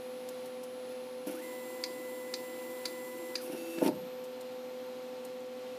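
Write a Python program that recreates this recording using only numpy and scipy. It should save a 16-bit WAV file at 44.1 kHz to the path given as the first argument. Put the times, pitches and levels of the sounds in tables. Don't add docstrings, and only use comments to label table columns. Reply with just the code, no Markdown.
import sys
import numpy as np
from scipy import signal
from scipy.fft import rfft, irfft, next_fast_len
from scipy.io import wavfile
from scipy.ndimage import uniform_filter1d, map_coordinates

SR = 44100
rng = np.random.default_rng(int(sys.argv[2]) if len(sys.argv) > 2 else 0)


def generate_wav(sig):
    pcm = np.round(np.clip(np.atleast_2d(sig).T, -1, 1) * 32767).astype(np.int16)
    wavfile.write(sys.argv[1], SR, pcm)


def elevation(decibels):
    levels = np.asarray(decibels, float)
    return 10 ** (levels / 20)


N = 254898

# time in seconds, rate in Hz.
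STEP_RATE = [
    (1.25, 0),
    (1.42, 500.05),
    (3.358, 500.05),
    (3.526, 0),
    (3.574, -166.68),
    (3.815, -166.68),
    (3.885, -150),
    (3.897, 0),
]
# multiple of the step rate, level in dB, chopper beat level in dB.
FORWARD_TONES = [(4, -56, -77), (7, -78, -89), (11, -80, -86), (13, -78, -87), (14, -78, -88),
                 (15, -66, -83), (16, -77, -91), (17, -75, -74), (18, -75, -92), (19, -72, -80),
                 (20, -76, -86), (21, -72, -69), (22, -83, -85), (23, -73, -84), (24, -70, -87),
                 (25, -75, -83), (26, -67, -78), (27, -79, -79), (28, -72, -90), (29, -76, -89),
                 (30, -69, -76)]
# multiple of the step rate, level in dB, chopper beat level in dB.
BACK_TONES = [(2, -47, -79), (16, -58, -95), (22, -71, -79), (28, -68, -95), (34, -73, -86), (40, -68, -95),
              (42, -76, -87), (44, -75, -81), (45, -76, -88), (47, -73, -86), (54, -76, -95),
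              (55, -76, -77), (57, -72, -72), (58, -76, -79), (63, -81, -74), (64, -72, -81),
              (66, -77, -95), (67, -77, -78), (69, -77, -78), (75, -77, -73), (76, -84, -72),
              (77, -88, -73), (78, -95, -64), (81, -86, -75), (86, -85, -75), (90, -77, -75)]
FORWARD_BEAT_HZ, BACK_BEAT_HZ = 87.5, 76
BRAKE_DB = -1
OVERSHOOT_DB, OVERSHOOT_S = 21, .1
CREEP_SMEAR_DB = 2
RAMP_JITTER = .17
# frequency in Hz, level in dB.
HOUSING_RADIATION = [(60, -50), (200, -16), (330, 0), (700, -10), (950, -2), (1150, -9), (1450, -1),
                     (1800, -6), (2000, 0)]
# time in seconds, dB over steady running.
ROTOR_STRAIN = [
    (1.262, -2),
    (1.272, 14),
    (1.42, 3),
    (1.55, -3.5),
    (3.36, -2),
    (3.53, 11.5),
    (3.62, 2),
    (3.8, 9),
    (3.87, 21.5),
    (3.9, 8),
]
SCRAPE_DB, HISS_DB, RUMBLE_DB = -65, -58, -52
HISS_GROWS, RUMBLE_GROWS = 0.21, 0.32
SLOW_HISS_DB = 3
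SWAY_DB, SWAY_S, SWAY_TOP_S = 0.5, 1.88, 2.83
# frequency in Hz, width in Hz, level in dB.
COIL_HUMPS = [(5760, 5600, -2.5), (8760, 1000, -3), (10600, 2000, 6), (12950, 870, 8.5), (15100, 600, -1)]
# frequency in Hz, width in Hz, level in dB.
GEAR_HUMPS = [(332, 65, 4), (464, 100, -23)]
# frequency in Hz, width in Hz, level in dB.
BEARING_HUMPS = [(1456, 180, 2.5), (2360, 2100, -4.5), (2680, 560, -0.5), (5600, 400, -5)]
# first burst in seconds, spacing in seconds,
# first level in dB, change a burst in dB, burst length in seconds.
COIL_RATTLE = [
    (1.27, .04, -50, -4, 0.019),
    (3.416, 0.021, -53.5, -3, .025),
    (0.89, .015, -61, -1, .02),
    (3.826, 0.0175, -50.5, 0, 0.03),
]
RATTLE_BURSTS = 3

# time in seconds, peak in dB, lead of the first touch in seconds,
# touch relative to the snap in dB, share of the tip in dB.
TOOTH_SNAPS = [
    (1.838, -22.5, .002, -24, -12),
    (2.3385, -24.5, .0016, -10, -13),
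    (2.8555, -25, .002, -7, -6),
    (3.355, -25.5, .0017, -5.5, -17),
]
TOUCH_PLATE_DB, SNAP_PLATE_DB = -1, -15
BOUNCE_S, BOUNCE_DB = 0.024, -25
# time in seconds, peak in dB, plate share in dB, tip share in dB.
PAWL_PRESSES = [
    (3.785, -41.5, 10, -14),
    (3.8349, -40, 7, -12),
    (3.8614, -41, -7, 5),
    (3.877, -34, -7, -1),
]
# frequency in Hz, level in dB, 60 dB decay in seconds.
STEEL_MODES = [(3344, -4, 0.016), (3740, -1, 0.02), (4180, -9, 0.021), (4610, -23, 0.041), (4640, 6, 0.01),
               (4740, -12, 0.054), (5125, -7, .05), (5960, -26, 0.032), (6320, -27, .035),
               (6860, -24, .025)]
# frequency in Hz, level in dB, 60 dB decay in seconds.
PLATE_MODES = [(1390, 1.5, 0.024), (1690, 2.5, 0.026), (2280, 0, 0.017), (2905, 0, 0.016),
               (3660, -4, 0.014)]
# frequency in Hz, width in Hz, level in dB.
SPLASH_HUMPS = [(2310, 680, -4), (4470, 1100, 2.5), (4700, 800, 1), (6160, 1200, -6)]
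# frequency in Hz, width in Hz, level in dB.
TIP_HUMPS = [(7300, 540, 6.5), (8570, 900, 6.5), (10100, 590, 7.5), (13300, 1600, 0.5)]

# time in
# seconds, peak in dB.
CASTING_KNOCKS = [(1.269, -27), (1.279, -33), (1.296, -31), (1.322, -41), (3.4964, -32), (3.5265, -31),
                  (3.5326, -33), (3.545, -31), (3.776, -35), (3.7812, -29), (3.906, -39), (3.935, -38)]
KNOCK_CASE_DB, KNOCK_LID_DB = -10, -47
# time in seconds, base level in dB, case level in dB.
LOST_STEPS = [
    (3.8125, -28, -54),
    (3.8193, -38, -18.5),
    (3.824, -16, -43),
    (3.838, -26, -26.5),
    (3.85, -21.5, -26),
    (3.86, -15.5, -30),
    (3.871, -26, -27.5),
    (3.879, -19.5, -46),
    (3.8876, -17, -24.5),
]
LOST_LID_DB, LID_GROWS_DB_PER_S = -36, 82
# frequency in Hz, level in dB, 60 dB decay in seconds.
BASE_MODES = [(211, -10, 0.069), (289, 3, 0.046), (335, -1, 0.039)]
# frequency in Hz, level in dB, 60 dB decay in seconds.
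CASE_MODES = [(510, 3.5, 0.051), (608, -4, 0.093)]
# frequency in Hz, level in dB, 60 dB decay in seconds.
LID_MODES = [(889, 0.5, 0.052), (1343, -12, 0.032), (1690, -13, 0.023)]
# frequency in Hz, width in Hz, level in dB.
BENCH_HUMPS = [(113, 39, -6.5), (189, 100, 1)]

# time in seconds, peak in dB, length in seconds.
HAND_CLICKS = [
    (0.288, -47, 0.013),
    (.345, -62, .006),
    (0.407, -64, .006),
    (.458, -54, .018),
    (.634, -50, 0.018),
    (3.95, -60, .012),
    (4.239, -56, 0.026),
    (4.41, -51, 0.015),
    (5.249, -48.5, 0.015),
    (5.405, -61, .012),
]
# frequency in Hz, level in dB per Hz.
CLICK_SPECTRUM = [(1500, -16), (4000, 3.5), (7000, 6.5), (12000, 5.5), (15500, 1)]
# frequency in Hz, 60 dB decay in seconds.
ROOM_DECAY = [(200, .4), (2000, 0.4), (6000, 0.24), (12000, 0.45)]

# start in seconds, end in seconds, whistle in dB, fizz in dB,
# extra fizz at first in dB.
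HOLD_SPANS = [
    (0, 1.26, -65.5, -70.5, 2),
    (3.902, 5.78, -77, -71.5, 9),
]
# frequency in Hz, level in dB.
WHISTLE_TONES = [(10534.4, 0), (8316.6, -16), (4151, -13)]
SETTLE_S, WANDER_DB = 0.65, .8

# shaft order, ripple order, level in dB; the frequency is the sum of both multiples.
FAN_TONES = [(2, 0, -93), (0, 1, -76), (3, 0, -84), (1, 1, -82), (4, 0, -79), (-1, 2, -74), (0, 2, -59),
             (3, 1, -60), (6, 0, -60), (9, -1, -71), (-2, 3, -68), (1, 2, -66), (4, 1, -70), (5, 1, -68),
             (9, 0, -63), (11, 0, -73), (14, -1, -73), (12, 0, -43), (13, 0, -73), (14, 0, -74),
             (15, 0, -74), (18, 0, -62), (21, 0, -69), (24, 0, -68), (27, 0, -69), (33, 0, -74),
             (42, 0, -79), (48, 0, -80), (54, 0, -81)]
SHAFT_HZ, RIPPLE_HZ = 42.243, 120.1
# frequency in Hz, level in dB per Hz.
AIR_SPECTRUM = [(60, -34), (90, -21), (140, -10), (200, -3), (300, -0.5), (450, -1), (700, -0.5),
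                (1000, -6.5), (1600, -8.5), (2600, -7.5), (4100, -10.5), (6000, -17), (9000, -22.5),
                (15000, -27.5)]
# frequency in Hz, width in Hz, level in dB.
CABINET_HUMPS = [(482, 70, 5.5), (778, 59, 2), (903, 22, 9.5), (1353, 145, 2), (4160, 100, 4)]


def unit(x):
    return x / np.sqrt(np.mean(x ** 2) + 1e-20)


def along(points, hz):
    f, v = np.transpose(points)
    return np.interp(np.log(hz + 1), np.log(f + 1), v)


def curve(rows, off):
    s, value = np.transpose(rows)
    return np.interp(np.arange(N) / SR, s, value, off, off)


def wobble(rate):
    knots = rng.standard_normal(int(N * rate / SR) + 4)
    return map_coordinates(knots, [np.arange(N) * rate / SR])


def noise(gain):
    m = next_fast_len(N)
    spectrum = rfft(rng.standard_normal(m)) * gain(np.fft.rfftfreq(m, 1 / SR))
    return unit(irfft(spectrum, m)[:N])


def humps(peaks, hz):
    power = 0
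    for centre, width, db in peaks:
        detuning = (hz * hz - centre * centre) / (hz * width + 1)
        power = power + elevation(db) ** 2 / (1 + detuning ** 2) ** 2
    return np.sqrt(power)


def resonant_noise(peaks):
    return noise(lambda hz: humps(peaks, hz))


def tone(turns, db):
    return np.sqrt(2) * elevation(db) * np.sin(2 * np.pi * turns)


def ring(modes, rise, scatter_db):
    t = np.arange(SR // 4) / SR
    y = 0
    for hz, db, t60 in modes:
        y = y + elevation(db + rng.normal(0, scatter_db) - 60 * t / t60) * np.sin(2 * np.pi * hz * t)
    y = y * (1 - np.exp(-t / rise))
    return y / abs(y).max()


def add(track, s, sound):
    k = round(s * SR)
    track[k:k + len(sound)] += sound[:N - k]


def bursts(events):
    swell, t = np.zeros(N), np.arange(SR // 10) / SR
    for s, db, length in events:
        u = 4 * t / length
        add(swell, s - .002, elevation(db) * u * np.exp(1 - u))
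    return swell


def stepper():
    rate = curve(STEP_RATE, 0)
    changing = uniform_filter1d(1. * (np.gradient(rate) != 0), size=300)
    turns = np.cumsum(abs(rate)) / SR + RAMP_JITTER / 4 * wobble(110) * changing
    return step_tones(rate, turns) + load_noise(rate) + gear_mesh(rate, turns)


def step_tones(rate, turns):
    t, out = np.arange(N) / SR, np.zeros(N)
    full_speed_s = STEP_RATE[1][0]
    overshoot_db = OVERSHOOT_DB * np.exp(-abs(t - full_speed_s - .035) / OVERSHOOT_S)
    runs = [(FORWARD_TONES, FORWARD_BEAT_HZ, rate.max()), (BACK_TONES, BACK_BEAT_HZ, rate.min())]
    for table, beat_hz, top in runs:
        back = top < 0
        speed = np.clip(rate / top, 0, 1)
        on = speed > 0
        braking = np.gradient(speed)[on] < 0
        stutter = elevation((4 * wobble(90)[on] + 1 + BRAKE_DB * braking) * (speed[on] < 1))
        for k, db, beat_db in table:
            housing_db = along(HOUSING_RADIATION, k * abs(rate[on])) - along(HOUSING_RADIATION, k * abs(top))
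            ramp = stutter * elevation(housing_db) * speed[on] ** (max(k - 4, 0) / 3)
            flutter_db = 1.3 + back + (.7 + k / 25) * wobble(14)[on] - CREEP_SMEAR_DB * back * (k > 30)
            out[on] += ramp * tone(k * turns[on] + rng.random(), db + flutter_db)
            beat_turns = k * turns[on] + rng.random() + beat_hz * t[on]
            out[on] += ramp * tone(beat_turns, beat_db + flutter_db + (k == 4) * overshoot_db[on])
    return out


def load_noise(rate):
    t = np.arange(N) / SR
    strain_db = curve(ROTOR_STRAIN, -300)
    sway_db = SWAY_DB * np.cos(2 * np.pi * (t - SWAY_TOP_S) / SWAY_S)
    slowness = 1 - abs(rate) / rate.max()
    hiss_db = HISS_DB + HISS_GROWS * strain_db + SLOW_HISS_DB * slowness + sway_db
    slack_db = 4 * np.clip(rate / rate.min(), 0, 1)
    rumble_db = RUMBLE_DB + RUMBLE_GROWS * strain_db - slack_db
    rattle = []
    for s, gap, db, change_db, length in COIL_RATTLE:
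        rattle += [(s + k * gap, db + k * change_db, length) for k in range(RATTLE_BURSTS)]
    hiss = (elevation(hiss_db - 1.5 + 1.6 * wobble(60)) + bursts(rattle)) * resonant_noise(COIL_HUMPS)
    rumble = elevation(rumble_db + 1.1 * wobble(24.36)) * resonant_noise(GEAR_HUMPS)
    scrape = elevation(SCRAPE_DB + strain_db + 2.0 * wobble(120)) * resonant_noise(BEARING_HUMPS)
    return hiss + rumble + scrape


def gear_mesh(rate, turns):
    t = np.arange(N) / SR
    level = elevation(-59 + 0.91 * wobble(10.3)) * np.clip(rate / rate.max(), 0, 1) ** 8
    line = tone(2 * turns - 5 * t + 0.21 * wobble(40), -2)
    return level * (line + 0.76 * resonant_noise([(996, 70, 0)]))


def pawl():
    out, splash, tip = np.zeros(N), np.zeros(N), np.zeros(N)
    t = np.arange(SR // 4) / SR
    rise = 1 - np.exp(-t / .0006)
    blows = []
    for s, db, lead, touch_db, tip_db in TOOTH_SNAPS:
        blows.append((s - lead, db + touch_db, TOUCH_PLATE_DB, tip_db))
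        blows.append((s, db, SNAP_PLATE_DB, tip_db))
        blows.append((s + BOUNCE_S, db + BOUNCE_DB, SNAP_PLATE_DB, tip_db))
    for s, db, plate_db, tip_db in blows + PAWL_PRESSES:
        blow = rise * ring(STEEL_MODES, .0006, 1.5) + elevation(plate_db) * ring(PLATE_MODES, .0004, 1.5)
        add(out, s, elevation(db - 4.0) * blow)
        add(splash, s, rise * (elevation(db - 5.5 - 60 * t / 0.033) + elevation(db - 24.5 - 60 * t / 0.12)))
        add(tip, s, rise * elevation(db + tip_db - 3.5 - 60 * t / 0.025))
    return out + splash * resonant_noise(SPLASH_HUMPS) + tip * resonant_noise(TIP_HUMPS)


def body():
    out, shudder, t = np.zeros(N), np.zeros(N), np.arange(SR) / SR
    jolts = [(s, db, KNOCK_CASE_DB, KNOCK_LID_DB - db) for s, db in CASTING_KNOCKS]
    for s, db, case_db in LOST_STEPS:
        lid_db = LOST_LID_DB + LID_GROWS_DB_PER_S * (s - LOST_STEPS[0][0])
        jolts.append((s, db, case_db - db, lid_db - db))
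    for s, db, case_db, lid_db in jolts:
        blow = ring(BASE_MODES, .0012, 1)
        blow = blow + elevation(case_db) * ring(CASE_MODES, .001, 1)
        blow = blow + elevation(lid_db) * ring(LID_MODES, .001, 1)
        add(out, s, elevation(db) * blow)
        add(shudder, s, elevation(db - 40.5 - 60 * t / 0.72) * (1 - np.exp(-t / .03)))
    small = signal.butter(4, 200, "high", fs=SR, output="sos")
    return signal.sosfilt(small, out) + shudder * resonant_noise(BENCH_HUMPS)


def clicks():
    crackle = elevation(2.4 * wobble(900))
    return bursts(HAND_CLICKS) * crackle * noise(lambda hz: elevation(along(CLICK_SPECTRUM, hz)))


def shop(x):
    hz, t, z = signal.stft(rng.standard_normal(SR // 2), SR, nperseg=256)
    decay = elevation(-60 * t / along(ROOM_DECAY, hz)[:, None])
    tail = signal.istft(z * decay, SR, nperseg=256)[1]
    late = np.pad(x, (200, 0))
    return signal.fftconvolve(late, tail / np.linalg.norm(tail))[:N]


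def holding():
    t, out = np.arange(N) / SR, 0
    for start, end, whistle_db, fizz_db, extra_db in HOLD_SPANS:
        on = (t >= start) & (t <= end)
        whistle = sum(tone(hz * t, whistle_db + db) for hz, db in WHISTLE_TONES)
        whistle = elevation(.5 * WANDER_DB * wobble(5.7)) * whistle
        level_db = fizz_db + extra_db * np.exp(-abs(t - start) / SETTLE_S) + WANDER_DB * wobble(4.38)
        fizz = elevation(level_db) * resonant_noise([(13060, 540, 5), (12700, 60, 8)])
        out = out + on * (whistle + fizz)
    return out


def fan():
    t = np.arange(N) / SR
    shaft = SHAFT_HZ * t + .003 * wobble(.8)
    hum = 0
    for a, b, db in FAN_TONES:
        lag = (a * b != 0) / 4
        hum = hum + tone(a * shaft + b * RIPPLE_HZ * t + lag, db + 0.31 + 0.51 * wobble(12))
    air = noise(lambda hz: elevation(along(AIR_SPECTRUM, hz)) * np.hypot(1, humps(CABINET_HUMPS, hz)))
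    return hum + elevation(-52.5 + wobble(5.45) / 2) * air


def scene():
    hits = pawl() + body() + clicks()
    return (hits + elevation(-12) * shop(hits) + stepper() + holding() + fan())[None]


def band_limit(x):
    return signal.sosfilt(signal.butter(12, 15710, fs=SR, output="sos"), x)


def record(dry):
    band = signal.ellip(8, .5, 40, 15450, fs=SR, output="sos")
    mix = signal.sosfilt(band, dry)
    return band_limit(mix)


dry = scene()
out = record(dry)
generate_wav(out)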